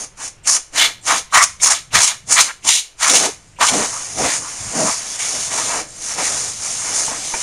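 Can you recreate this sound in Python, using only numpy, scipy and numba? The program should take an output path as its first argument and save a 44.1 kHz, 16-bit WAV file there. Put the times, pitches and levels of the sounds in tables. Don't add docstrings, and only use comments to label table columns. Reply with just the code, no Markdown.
import sys
import numpy as np
from scipy import signal
from scipy.fft import rfft, irfft
from scipy.io import wavfile
from scipy.ndimage import uniform_filter1d
from numba import njit

SR = 44100
rng = np.random.default_rng(int(sys.argv[2]) if len(sys.argv) > 2 else 0)


def wrap_up_sound(samples):
    columns = np.atleast_2d(samples).T
    tamed = np.clip(columns, -1, 1)
    steps = np.round(tamed * 32767).astype(np.int16)
    wavfile.write(sys.argv[1], SR, steps)


def rack_gain(trim_db):
    fader = np.asarray(trim_db, float)
    return 10 ** (fader / 20)


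N = 327222
HZ = np.fft.rfftfreq(N, 1 / SR)
MS = np.arange(N * 1000 // SR + 2) / 1000


def unit(x):
    return x / np.sqrt(np.mean(x ** 2))


def bump(hz, width_hz, db):
    return rack_gain(db / (1 + (2 * (HZ - hz) / width_hz) ** 2))


def coloured(points, body=1):
    hz, db = np.transpose(points)
    gain = rack_gain(np.interp(np.log(HZ + 1), np.log(hz), db))
    return unit(irfft(rfft(rng.standard_normal(N)) * gain * body, N))


def walk(rate_hz):
    hold = int(SR / rate_hz)
    steps = np.repeat(rng.standard_normal(N // hold + 1), hold)
    return unit(uniform_filter1d(uniform_filter1d(steps, hold), hold)[:N])


def patchy(x, edges_hz, rate_hz, patchy_db):
    spectrum = rfft(x)
    band = np.searchsorted(edges_hz, HZ)
    out = np.zeros(N)
    for k in range(len(edges_hz) + 1):
        out += rack_gain(patchy_db * walk(rate_hz)) * irfft(spectrum * (band == k), N)
    return out


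@njit
def svf(x, hz, q):
    y, band, low = np.empty(len(x)), 0., 0.
    for i in range(len(x)):
        g = np.tan(np.pi * hz[i] / SR)
        v = (band + g * (x[i] - low)) / (1 + g * (g + 1 / q))
        band, low, y[i] = 2 * v - band, low + 2 * g * v, v / q
    return y


def smooth(control):
    return np.interp(np.arange(N) / SR, MS, control)


def pull(rows, attack_s):
    full, held, first, last, fade = np.transpose(rows)[:, :, None]
    db = first + (last - first) * np.clip((MS - full) / np.maximum(held, 0.005), 0, 1)
    db = db - 40 * (np.maximum(full - MS, 0) / attack_s) ** 1.3
    db = db - fade * np.maximum(MS - full - held, 0)
    return np.sum(rack_gain(2 * db), axis=0)


def crossing(rows):
    middle, length = np.transpose(rows)[:2, :, None]
    return np.exp(-np.abs(2 * (MS - middle) / length) ** 3.05)


def extra(rows):
    return np.transpose(rows)[2] @ crossing(rows)


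def valve_flow():
    # full_s, held_s, first_db, release_db, fade_db_per_s
    puff_rows = [
        (-.01, 0.057, -26, -30.5, 480),
        (.205, .075, -33, -29.5, 500),
        (.775, 0.081, -16, -18.5, 320),
        (1.08, .11, -16.5, -21, 600),
        (2.318, .1, -12.5, -14, 300),
        (2.685, 0.099, -11, -17, 362),
        (3.03, 0.23, -16, -18, 280),
    ]
    # full_s, held_s, first_db, release_db, fade_db_per_s
    snap_rows = [
        (.478, 0.091, -15.5, -16.5, 620),
        (1.347, 0.094, -16, -19, 520),
        (1.632, 0.085, -13, -10.5, 348),
        (1.95, 0.13, -13.5, -13.5, 389),
        (3.62, 0.087, -15.5, -13.5, 200),
    ]
    # full_s, held_s, first_db, release_db, fade_db_per_s
    swell_rows = [
        (3.74, 0.12, -21.5, -21.5, 450),
        (4.19, 0.18, -21, -19.5, 330),
        (4.77, 0.098, -21.5, -18, 80),
        (5.195, 0.61, -21, -23.5, 500),
        (5.52, 0.28, -26, -25, 280),
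        (6.064, 0.093, -25.5, -25, 150),
        (6.2, 0.067, -23, -17.5, 39.6),
        (6.63, 0.26, -24, -24, 100),
        (6.95, .06, -19.5, -19.5, 60),
        (7.36, 0.15, -26, -15.5, 50),
    ]
    # full_s, held_s, first_db, release_db, fade_db_per_s
    held_rows = [
        (3.4, 0.2, -51.5, -56, 100),
        (3.89, 0.37, -27, -31, 100),
        (4.4, 0.53, -28, -27.5, 100),
        (4.98, 0.178, -28.5, -25, 300),
        (5.87, .11, -39.5, -35.5, 60),
        (6.03, 0.55, -27, -29, 100),
        (6.6, 0.98, -27.5, -30.5, 50),
    ]
    # middle_s, length_s, flow_db
    surge_rows = [ (.478, 0.013, 9), (.494, 0.021, 8), (1.9, 0.0095, 4), (2.065, .025, -3),
                  (2.428, 0.011, 7), (2.565, .008, 8), (3.1, .006, 6), (1.965, 0.026, 1.5),
                  (1.35, .03, 1.5), (5.7, 0.18, -2), (3.69, .03, 2.5), (4.86, .06, -2), (4.4, .03, -3),
                  (6.05, .06, -2), (6.62, .04, -2), (4.28, .1, 1.5), (.543, .02, 2.5), (.807, .018, 3.5),
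                  (2.648, 0.014, 7.5), (1.673, 0.0092, 3), (1.377, .012, 1.5), (0.66, .016, 4.5),
                  (1.075, .016, 1.5), (7.28, 0.14, 2.5), (1.44, 0.043, 8), (1.69, 0.013, -3.5),
                  (1.72, 0.015, 1), (2.035, 0.043, 3), (2.335, 0.034, 2.5), (.175, 0.02, 7),
                  (3.0, 0.014, 2), (2.37, 0.019, -4), (2.412, 0.024, 7), (2.48, 0.049, 4.5),
                  (2.69, 0.016, 4), (3, 0.025, 1.5), (3.1, 0.06, 4), (3.157, 0.042, 7.5),
                  (3.715, 0.024, -6.5), (5.18, 0.022, -5.5), (5.497, 0.03, -5.5), (5.585, 0.022, 1),
                  (.25, 0.064, 3.5), (1.65, 0.046, 2), (6.16, 0.036, -3.5), (6.28, 0.044, -1.5),
                  (6.56, 0.095, -3.5)]
    shut_db = -80
    power = pull(snap_rows, attack_s=0.04) + pull(puff_rows, attack_s=0.06)
    power += pull(swell_rows, attack_s=0.094) + pull(held_rows, attack_s=0.094)
    return 10 * np.log10(power + rack_gain(2 * shut_db)) + extra(surge_rows)


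def controls():
    # middle_s, length_s, scrape_db
    edge_rows = [ (.51, 0.083, -9.5), (.83, 0.15, 13.5), (1.125, 0.12, 8), (1.35, 0.094, 7),
                 (1.63, 0.022, -12), (1.8, .12, 12.5), (1.945, 0.15, 9.5), (2.13, 0.12, 10.5),
                 (2.34, 0.055, -6), (2.385, 0.049, 10), (2.5, 0.18, 5), (2.76, 0.23, 7.5),
                 (3.17, 0.26, 4.5), (3.03, .07, 7), (2.9, 0.12, 9), (3.615, 0.04, 12.5), (3.8, 0.16, 5),
                 (4.3, 0.122, 4), (5.22, 0.079, 4.5), (5.66, 0.32, 3), (6.22, 0.11, 2.5), (7.0, 0.11, -2),
                 (7.26, 0.19, 3), (6.56, 0.084, 1), (.25, .1, -0.5), (3.685, 0.025, 8), (4.65, .15, 1),
                 (3.1, 0.023, 7), (3.157, 0.022, 3), (5.4, 0.1, 0.5), (2.69, 0.027, 1)]
    # middle_s, length_s, whoosh_db, pitch_hz
    gap_rows = [ (.03, .1, 6, 1150), (.21, 0.07, 9, 1090), (.52, 0.075, -4.5, 1500), (.83, 0.24, 14, 1900),
                (1.123, 0.096, 19.5, 1140), (1.36, 0.087, 18, 1210), (1.74, 0.11, 7.5, 1400),
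                (1.946, 0.12, 14, 1800), (2.14, .08, 17.5, 1400), (2.31, .04, 6, 1240),
                (2.382, 0.042, 16, 1660), (2.5, 0.075, 17, 1500), (2.78, 0.2, -6, 2000),
                (3.039, 0.12, 13, 1330), (3.128, 0.032, 6, 860), (3.27, 0.12, 9, 850),
                (3.619, 0.06, 22, 1187), (3.78, 0.21, 12, 855), (3.98, 0.17, 7.5, 1080),
                (4.26, .18, 10, 900), (4.82, 0.24, 13, 880), (5.2, 0.098, 1.5, 2000), (5.55, 0.12, 8, 980),
                (5.71, 0.29, 12.5, 930), (6.57, .08, -5, 1400), (6.2, 0.067, 6.5, 920),
                (6.3, 0.28, 3, 1520), (4.6, 0.22, 3.5, 1200), (6.88, 0.15, 6, 1130),
                (7.125, 0.078, 10.5, 850), (7.352, 0.066, 3.5, 980)]
    # middle_s, length_s, buffet_db
    panel_rows = [ (.02, .06, 3), (.79, 0.31, 6), (1.13, 0.11, 12.5), (1.63, 0.032, -4), (1.946, .08, 10.5),
                  (2.1, .06, -11), (2.316, .04, 7.5), (2.659, 0.032, 13), (2.86, 0.31, -23),
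                  (3.13, 0.093, 18.5), (3.24, 0.15, 17.5), (3.617, .06, 12), (3.78, 0.18, 23),
                  (4.24, 0.15, 25), (4.4, 0.11, 6.5), (1.378, 0.018, 13.5), (4.81, .18, 20),
                  (5.33, 0.15, 7.5), (5.56, 0.11, 10.5), (5.74, 0.25, 11.5), (6.2, 0.081, 11.5),
                  (6.3, 0.29, 7.5), (6.9, 0.11, 5), (7.07, 0.35, 8.5), (6.57, .08, -6), (7.352, 0.086, 9)]
    edge_db, gap_db, panel_db = -12, -12, -13
    panel_top_db, gap_hz = -45.5, 1400
    flow_db = valve_flow()
    buffet_db = -10 * np.log10(rack_gain(-2 * (flow_db + panel_db)) + rack_gain(-2 * panel_top_db)) + extra(panel_rows)
    scrape_db = flow_db + edge_db + extra(edge_rows)
    hollow_db = flow_db + gap_db + extra(gap_rows)
    pitch_hz = gap_hz + (np.transpose(gap_rows)[3] - gap_hz) @ crossing(gap_rows)
    return map(smooth, (flow_db, scrape_db, hollow_db, buffet_db, pitch_hz))


def free_jet(jet_db, eddies_db):
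    # hz, level_db per Hz
    jet_spectrum = [(2500, -64), (3400, -35), (4300, -12), (5200, -3.5), (6400, 4), (7300, 4), (8000, 3.5),
                    (8400, -40)]
    hiss = patchy(coloured(jet_spectrum), np.geomspace(5200, 7500, num=5), rate_hz=13, patchy_db=1.13)
    return rack_gain(jet_db + 4.5 + eddies_db + 0.46 * walk(16)) * hiss


def edge_scrape(scrape_db, eddies_db, chassis):
    # hz, level_db per Hz
    scrape_spectrum = [(1500, -27), (2300, -2.5), (2800, -2), (3200, -2), (4200, 1), (5200, -6.5),
                       (7000, -27)]
    rasp = coloured(scrape_spectrum, chassis)
    rasp = patchy(rasp, np.geomspace(2700, 4600, num=4), rate_hz=22, patchy_db=1.5)
    return rack_gain(scrape_db + 0.3 + eddies_db + 0.93 * walk(22)) * rasp


def hollow_whoosh(hollow_db, jet_db, hollow_hz, eddies_db, chassis):
    wake = coloured([(330, -24.5), (700, -1.0), (1100, 2), (2200, -2.5), (2600, 2), (4000, -36.5)], chassis)
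    depth = np.clip((hollow_db - jet_db + 9.5) / 16, 0, 1)
    pitched = svf(wake, np.clip(hollow_hz, 300, 4000), 1.17)
    whoosh = (1 - 0.86 * depth) * wake + (0.17 + 0.62 * depth) * pitched
    return rack_gain(hollow_db - 2.0 + eddies_db + 1.52 * walk(25.105)) * whoosh


def panel_buffet(buffet_db):
    # hz, level_db per Hz
    buffet_spectrum = [(60, -38), (130, -11), (220, -4), (310, 1), (365, -7), (420, -0.5), (550, -0.5),
                       (800, -0.5), (1500, -56)]
    return rack_gain(buffet_db + 0.66 + 1.08 * walk(25)) * coloured(buffet_spectrum)


def spray():
    # hz, width_hz, gain_db
    chassis_modes = [(667, 40, 6), (945, 70, 4), (1244, 35, 3), (1726, 45, 4), (1910, 90, 5),
                     (2130, 110, 5), (2320, 100, 4), (2540, 150, -5), (2980, 100, 5), (3440, 90, 5),
                     (3925, 60, 4)]
    jet_db, scrape_db, hollow_db, buffet_db, hollow_hz = controls()
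    chassis = np.prod([bump(*mode) for mode in chassis_modes], axis=0)
    force = np.clip((jet_db + 25.0) / 18, 0.15, 1)
    eddies_db = force * (1.5 * walk(35) + 2.73 * walk(260))
    out = free_jet(jet_db, eddies_db) + edge_scrape(scrape_db, eddies_db, chassis)
    out += hollow_whoosh(hollow_db, jet_db, hollow_hz, eddies_db, chassis)
    return out + panel_buffet(buffet_db)


def gusts(duck):
    # middle_s, length_s, drone_db
    draught_rows = [ (.62, 0.23, -9), (1.96, 0.086, 22), (2.29, 0.11, 5), (2.55, 0.12, -8),
                    (2.83, 0.3, -16), (3.16, .3, 2), (3.77, 0.36, 10), (4.22, 0.2, 16), (4.4, .08, 10),
                    (1.378, .03, 12), (6.35, .15, 5.5), (4.66, .14, 15), (4.84, .2, 3), (2.68, .08, 8),
                    (5.55, 0.48, 8), (6.8, 1.4, 5.5)]
    drone_db = smooth(-52 + extra(draught_rows)) + 0.61 * walk(12)
    hum = rack_gain(-53) * coloured([(8, -4.0), (22, -2), (45, -5.0), (70, -16), (200, -50)])
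    drone = coloured([(20, -14.5), (45, -7), (65, -6.5), (110, 1), (200, -7), (320, -23.5), (600, -52.0)])
    return duck * hum + rack_gain(drone_db) * drone


def still_room(duck):
    # hz, level_db per Hz
    room_spectrum = [(150, -41.5), (300, 4), (600, 3), (1500, 0), (2500, -0.5), (4000, -6), (6500, -10),
                     (8000, -5), (8400, -36)]
    return duck * rack_gain(-52.5) * coloured(room_spectrum)


def whistles():
    # start_s, end_s, hz, width_hz, level_db
    breath_rows = [(0.432, .462, 7500, 400, -36), (.468, 0.573, 6300, 1500, -11),
                   (1.009, 1.05, 7500, 400, -39), (2.645, 2.709, 950, 250, -28),
                   (2.679, 2.76, 2100, 500, -24.5), (2.68, 2.802, 2870, 400, -27),
                   (1.3, 1.327, 3400, 700, -44), (1.597, 1.615, 3400, 800, -37),
                   (7.335, 7.368, 2350, 200, -31), (7.335, 7.37, 1500, 500, -32),
                   (4.86, 4.912, 1050, 220, -23), (5.88, 6.0, 7500, 350, -36), (4.27, 4.35, 1890, 400, -28),
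                   (.78, 0.87, 2130, 120, -20), (.78, 0.874, 3470, 200, -15.5),
                   (0.792, 0.847, 3000, 100, -15.5), (1.103, 1.15, 1070, 250, -20.5),
                   (1.324, 1.443, 1180, 200, -12), (1.34, 1.44, 1960, 300, -14), (1.45, 1.66, 45, 40, -50),
                   (1.669, 1.71, 1140, 200, -20.5), (2.356, 2.419, 1120, 297, -18),
                   (2.357, 2.409, 2010, 400, -16.5), (2.483, 2.519, 1510, 900, -25),
                   (2.682, 2.814, 3770, 600, -20), (3.008, 3.099, 1276, 446, -21),
                   (3.105, 3.303, 680, 100, -30), (3.2, 3.31, 405, 70, -29.5),
                   (3.606, 3.662, 1160, 397, -14.5), (3.72, 3.832, 228, 80, -25.5),
                   (3.923, 3.994, 1140, 300, -33), (4.419, 4.494, 1090, 350, -33.5),
                   (4.748, 4.9, 220, 96, -25.5), (4.766, 4.925, 650, 60, -24.5),
                   (5.186, 5.298, 2210, 250, -31.5), (5.72, 5.803, 783, 250, -32),
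                   (6.21, 6.3, 2050, 400, -30), (6.18, 6.24, 700, 300, -29), (2.27, 2.295, 7200, 900, -34)]
    # start_s, level_db
    seat_rows = [
        (.442, -38),
        (.728, -44),
        (1.905, -39),
        (2.622, -41.5),
        (2.98, -45),
        (3.56, -47),
    ]
    seat_s, seat_hz, seat_width_hz = 0.032, 2650, 820
    seats = [(s, s + seat_s, seat_hz, seat_width_hz, db) for s, db in seat_rows]
    out = np.zeros(N)
    for start, end, hz, width, db in [*breath_rows, *seats]:
        a, b = int(start * SR), int(end * SR)
        centre, q = np.full(SR // 2, 1. * hz), 0.69 * hz / width
        breath = svf(svf(rng.standard_normal(SR // 2), centre, q), centre, q)
        breath = breath[SR // 10:SR // 10 + b - a]
        out[a:b] += rack_gain(db) * np.hanning(b - a) ** 0.24 * unit(breath)
    return out


def ticks():
    # start_s, peak_db, ring_hz, ring_s
    tick_rows = [
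        (1.298, -44, 2080, 0.092),
        (2.696, -14, 1900, .012),
        (1.598, -29.5, 2220, 0.087),
        (3.586, -25.5, 956, 0.081),
        (7.08, -17.5, 900, 0.055),
        (7.113, -18, 680, 0.048),
        (7.338, -13.5, 910, 0.05),
        (7.338, -18.5, 2325, .04),
        (7.343, -22, 1500, .03),
    ]
    out, t = np.zeros(N + SR), np.arange(SR // 8) / SR
    for s, db, hz, ring_s in tick_rows:
        fade = np.minimum(t / 0.003, 1) * np.exp(-np.log(1000) * t / max(ring_s, 0.005))
        rough = uniform_filter1d(uniform_filter1d(rng.standard_normal(len(t)), size=16), size=16)
        ring = (1 + 2.9 * rough) * np.sin(2 * np.pi * hz * t)
        out[int(s * SR):int(s * SR) + len(t)] += rack_gain(db) * fade * ring
    return out[:N]


def wall_echo(air, tones):
    t60_s, echo_db, tone_send_db = 0.31, -16, -4
    t = np.arange(SR // 2) / SR
    walls = rng.standard_normal(len(t)) * np.exp(-np.log(1000) * t / t60_s) * (t > 0.004)
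    walls = signal.lfilter(*signal.butter(1, [1200, 6950], "band", fs=SR), walls)
    walls /= np.sqrt(np.sum(walls ** 2))
    return rack_gain(echo_db) * signal.fftconvolve(air + rack_gain(tone_send_db) * tones, walls)[:N]


def gain_duck(near):
    hold = 1 / (0.25 * SR)
    loud = signal.lfilter([hold], [1, hold - 1], near ** 2)
    return 1 / np.sqrt(1 + loud / rack_gain(-20.5))


def scene():
    air = spray()
    tones = whistles() + ticks()
    near = air + tones
    duck = gain_duck(near)
    return (near + wall_echo(air, tones) + gusts(duck) + still_room(duck))[None]


def top_cut(x):
    return signal.sosfilt(signal.butter(12, 15650, fs=SR, output="sos"), x)


def record(dry):
    # hz, width_hz, gain_db
    port_notch = (8000, 500, -8)
    camera_hz, converter_top_hz, top_hz = 16000, 14300, 15650
    edge = bump(*port_notch) * bump(camera_hz / 2, 20, -30)
    x = signal.resample(irfft(rfft(dry[0]) * edge, N), N * camera_hz // SR)
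    x = np.interp(np.arange(N) * camera_hz / SR, np.arange(len(x)), x)
    x = irfft(rfft(x) / np.sqrt(1 + (HZ / converter_top_hz) ** 30), N)
    x = np.clip(x[None], -0.95, 0.95)
    x = signal.sosfilt(signal.ellip(8, 0.2, 60, top_hz, fs=SR, output="sos"), x)
    return top_cut(x)


dry = scene()
out = record(dry)
wrap_up_sound(out)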